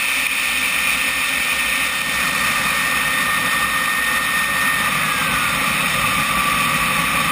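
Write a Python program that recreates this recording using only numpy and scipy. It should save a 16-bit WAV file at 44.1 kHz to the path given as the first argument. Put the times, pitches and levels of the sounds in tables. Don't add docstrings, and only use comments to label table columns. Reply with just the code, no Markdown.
import sys
import numpy as np
from scipy import signal
from scipy.fft import irfft, next_fast_len
from scipy.io import wavfile
from scipy.ndimage import uniform_filter1d

SR = 44100
rng = np.random.default_rng(int(sys.argv[2]) if len(sys.argv) > 2 else 0)


def undo_db(level):
    steps = np.asarray(level, float) / 20
    return 10 ** steps


def unload_wav(signal):
    wavfile.write(
        sys.argv[1],
        SR,
        np.round(np.clip(np.atleast_2d(signal).T, -1, 1) * 32767).astype(np.int16),
    )


N = 322371
T = np.arange(N) / SR
HZ = np.fft.rfftfreq(next_fast_len(N), 1 / SR)

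# [t/s of the abrupt end, slap level/dB, slap f/Hz, gain duck/dB]
GUST_HITS = [(.271, -8, 2450, 5.5), (.661, -15, 2450, 1), (1.114, -13, 2450, 1.5), (1.879, -20, 2570, 3.5),
             (2.019, -12, 2480, 3.8), (2.3, -20, 2390, 1.5), (2.367, -12, 2400, 0.7), (2.826, -18, 2420, 0),
             (3.085, -46, 2450, 1), (3.353, -13, 1170, 1), (3.66, -20, 1780, 2.5), (3.861, -13, 2440, 2.5),
             (4.185, -29, 2370, 2.2), (4.446, -13, 2380, 3.5), (4.955, -13, 1240, -0.5),
             (5.126, -19, 2000, 2), (5.661, -29, 2410, 0.3), (6.235, -27, 1200, 2), (6.886, -26, 2420, 1.2),
             (7.172, -21, 2400, 0.5)]


def evened(x):
    return x / np.sqrt(np.mean(x ** 2) + 1e-20)


def noise(shape):
    spectrum = rng.standard_normal(len(HZ)) + 1j * rng.standard_normal(len(HZ))
    return irfft(shape * spectrum)[:N]


def peak(hz, centre_hz, width_hz):
    return 1 / (1 + (1.3 * (hz - centre_hz) / width_hz) ** 2)


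def wander(top_hz):
    return evened(noise((HZ > 2.5) / np.sqrt(HZ + 1) / (1 + (HZ / top_hz) ** 2)))


def shaft_hz():
    # [t/s, f/Hz]
    full_speed = [(0.0, 1811.2), (0.35, 1811.8), (1.8, 1827.7), (2.35, 1825.4), (3.9, 1833.5),
                  (4.5, 1830.5)]
    cut_s, settle_s, inertia_s = 4.855, 0.405, 0.3
    fall_hz_per_s, idle_hz = 675, 1137.5
    full = np.interp(T, *np.transpose(full_speed))
    knee_hz = fall_hz_per_s * settle_s
    knee_s = cut_s + (full[-1] - idle_hz - knee_hz) / fall_hz_per_s
    falling = full - fall_hz_per_s * np.maximum(T - cut_s, 0)
    settling = idle_hz + knee_hz * np.exp(-(T - knee_s) / settle_s)
    speed = np.where(T < knee_s, falling, settling)
    return uniform_filter1d(speed, size=round(inertia_s * SR), mode="nearest")


def turbine():
    # [f/Hz, level/dB]
    whine_path = [(1139, -32.5), (1158, -25), (1300, -41), (1400, -33), (1700, -30.5), (1775, -41),
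                  (1808, -28.5), (1832, -23)]
    # [multiple of the shaft speed, level/dB]
    overtones = [(2, -46), (3, -35)]
    start_db, full_s = -7, 5.2
    speed_hz = shaft_hz()
    path_db = np.interp(speed_hz, *np.transpose(whine_path))
    swell_db = start_db * np.maximum(1 - T / full_s, 0)
    hz = speed_hz + 0.81 * wander(top_hz=3.2)
    angle = 2 * np.pi * np.cumsum(hz) / SR
    out = undo_db(path_db + swell_db + 1.15 + 0.62 * wander(top_hz=19)) * np.sin(angle)
    for order, order_db in overtones:
        case = peak(order * hz, centre_hz=3720, width_hz=220)
        out = out + undo_db(order_db) * case * np.sin(order * angle)
    return np.sqrt(2) * out


def slaps():
    out = np.zeros(N)
    u = np.arange(-900, 300) / SR
    swell = np.exp(np.minimum(u, 0) / 0.0042 - np.maximum(u, 0) / 0.00066)
    for s, db, hz, _ in GUST_HITS:
        at = np.minimum(np.round((s + u) * SR).astype(int), N - 1)
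        out[at] += undo_db(db) * swell * np.sin(2 * np.pi * hz * u)
    return out


def shaken(modes, drive_db, trim_db, flutter_db):
    mean_db = drive_db.mean()
    rings = [undo_db(db) * noise(peak(HZ, hz, width_hz)) for hz, width_hz, db, _ in modes]
    scale = np.sqrt(sum(np.mean(ring ** 2) for ring in rings))
    moved = sum(ring * undo_db(mode[3] * (drive_db - mean_db)) for ring, mode in zip(rings, modes))
    return undo_db(mean_db + trim_db + flutter_db * wander(top_hz=45)) * moved / scale


def airflow():
    # [f/Hz, width/Hz, level/dB per Hz, share of the drive changes]
    buffet_modes = [(59.4, 10.6, 0.5, 0.5), (108.4, 12, -5, 0.87), (156, 14.2, 0.5, 1.1),
                    (190, 38.5, -2, 0.94), (240, 51, -3, 0.7), (266, 25.4, -3, 0.1), (358, 100, -17, 0.5),
                    (516.3, 41.4, -5, 0.39), (556, 42, -5.5, 0.4), (663, 108, -12, 0.46),
                    (841, 77, -7, 0.55)]
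    fuselage_modes = [(990, 210, -14, 0.18), (1193, 103, 2.5, 0.92), (1387, 120, -6.5, 0.16),
                      (1518, 84, -10.5, 1), (1800, 180, -9, 0.93), (1913, 142, -2, 0.62)]
    roar_modes = [(2195, 227, -1.5, 0.32), (2450, 212, 3, 0.87), (2608, 80, 1.5, 0.62),
                  (2940, 270, -8.5, 0.59), (3112, 130, -4.5, 0.32)]
    hiss_modes = [(3607, 214, 0.5, 0.19), (3844, 200, -7, 0.31), (4250, 250, -10, 2.4),
                  (4617, 180, -8, 0.79), (5195, 410, -8.5, 0.56), (5470, 110, -17.5, 1.3),
                  (5850, 510, -8, 1.8)]
    # [f/Hz, level/dB per Hz]
    rush_curve = [(20, -40), (60, -18), (400, -4), (1000, 2), (2000, 7.5), (3500, -8), (6000, -7)]
    # [t/s, turbulence/dB, airspeed/dB]
    flight_path = [(0.0, -9, 2), (0.8, -4, 3), (1.65, -4.5, 1.5), (2.3, -0.5, 2), (3.6, 0.5, -2),
                   (4.0, -1, -2.5), (4.45, -0.5, -2.5), (5.2, 3.5, 0), (5.6, 4.5, 1.5), (6.0, 5, 2),
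                   (7.31, 5.5, 1.5)]
    # [level/dB, share of turbulence, share of airspeed, roll burst/dB]
    group_drive = dict(buffet=(-34, 1.21, -0.3, 2.5), fuselage=(-27, 0.75, -0.9, 3.5),
                   roar=(-25, -0.12, 1.1, -1.1), hiss=(-30.5, -0.06, 0.19, 2))
    roll_s, roll_width_s = 2.43, 0.28

    s, *flight = np.transpose(flight_path)
    turbulence_db, airspeed_db = (np.interp(T, s, db) for db in flight)
    burst = np.exp(-0.5 * ((T - roll_s) / roll_width_s) ** 2)
    buffet, fuselage, roar, hiss = (db + shake * turbulence_db + wind * airspeed_db + roll_db * burst
                                    for db, shake, wind, roll_db in group_drive.values())
    f, db = np.transpose(rush_curve)
    rush = evened(noise(undo_db(np.interp(np.log(HZ + 1), np.log(f), db))))
    return (shaken(buffet_modes, buffet, trim_db=1.4, flutter_db=0.93)
            + shaken(fuselage_modes, fuselage, trim_db=2.0, flutter_db=0.53)
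            + shaken(roar_modes, roar, trim_db=1.57, flutter_db=0.02)
            + shaken(hiss_modes, hiss, trim_db=1.3, flutter_db=0.4)
            + undo_db(1.5 * (hiss - hiss.mean()) - 33.0) * rush)


def scene():
    gustiness = undo_db(0.25 * wander(top_hz=30))
    return (turbine() + slaps() + airflow() * gustiness)[None]


def thinned(x):
    # [f/Hz, level/dB per bin, rise/dB for each dB of bass]
    weakest_kept = [(2500, -80, .2), (4000, -65.5, .55), (5000, -63, .7), (6100, -65, .25),
                    (7500, -64.5, .7), (9000, -68, .2), (10500, -63.5, 0), (15170, -65, .2)]
    gap_hz, gap_half_hz, gap_edge_hz, gap_db = 12000, 750, 400, 7.5
    top_hz, top_db_per_hz = 15050, 0.04
    frames = dict(window="hann", nperseg=2048, noverlap=1536)
    hz, _, z = signal.stft(x, SR, **frames)
    power = uniform_filter1d(uniform_filter1d(abs(z) ** 2, size=3, axis=1), size=3, axis=2)
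    bass = uniform_filter1d(power[:, hz < 330].sum(1), size=60, axis=1)
    bass_db = 10 * np.log10(bass + 1e-20)
    drift = uniform_filter1d(rng.standard_normal(z[:, ::32].shape), size=3, axis=2)
    drift = drift.repeat(32, axis=1)[:, :len(hz)]
    f, db, rise = np.transpose(weakest_kept)
    gap = np.clip(1 - (abs(hz - gap_hz) - gap_half_hz) / gap_edge_hz, 0, 1)
    least_db = np.interp(hz, f, db) + gap_db * gap + top_db_per_hz * np.maximum(hz - top_hz, 0)
    threshold_db = least_db[:, None] + np.outer(np.interp(hz, f, rise), bass_db - bass_db.mean())
    kept = power > undo_db(threshold_db + 2.4 * evened(drift)) ** 2
    return signal.istft(z * kept, SR, **frames)[1][:, :N]


def top_cut(x):
    return signal.sosfilt(signal.butter(12, 16350, fs=SR, output="sos"), x)


def record(dry):
    duck_db = sum(db * (T > s) * np.exp(-abs(T - s) / 0.06) for s, _, _, db in GUST_HITS)
    ducked = dry * undo_db(0.4 - uniform_filter1d(duck_db, size=40))
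    limited = ducked / (1 + (abs(ducked) / 0.62) ** 4) ** 0.25
    low_pass = signal.firwin(151, 5850, window=("kaiser", 5.0), fs=SR)
    smooth = signal.oaconvolve(limited, low_pass[None], "same")
    slow = signal.resample_poly(smooth, 40, 147, axis=1, window=("kaiser", 2.0))
    held = np.repeat(slow, 4, axis=1)
    mix = thinned(signal.resample_poly(held, 147, 160, axis=1))
    return top_cut(mix)


dry = scene()
out = record(dry)
unload_wav(out)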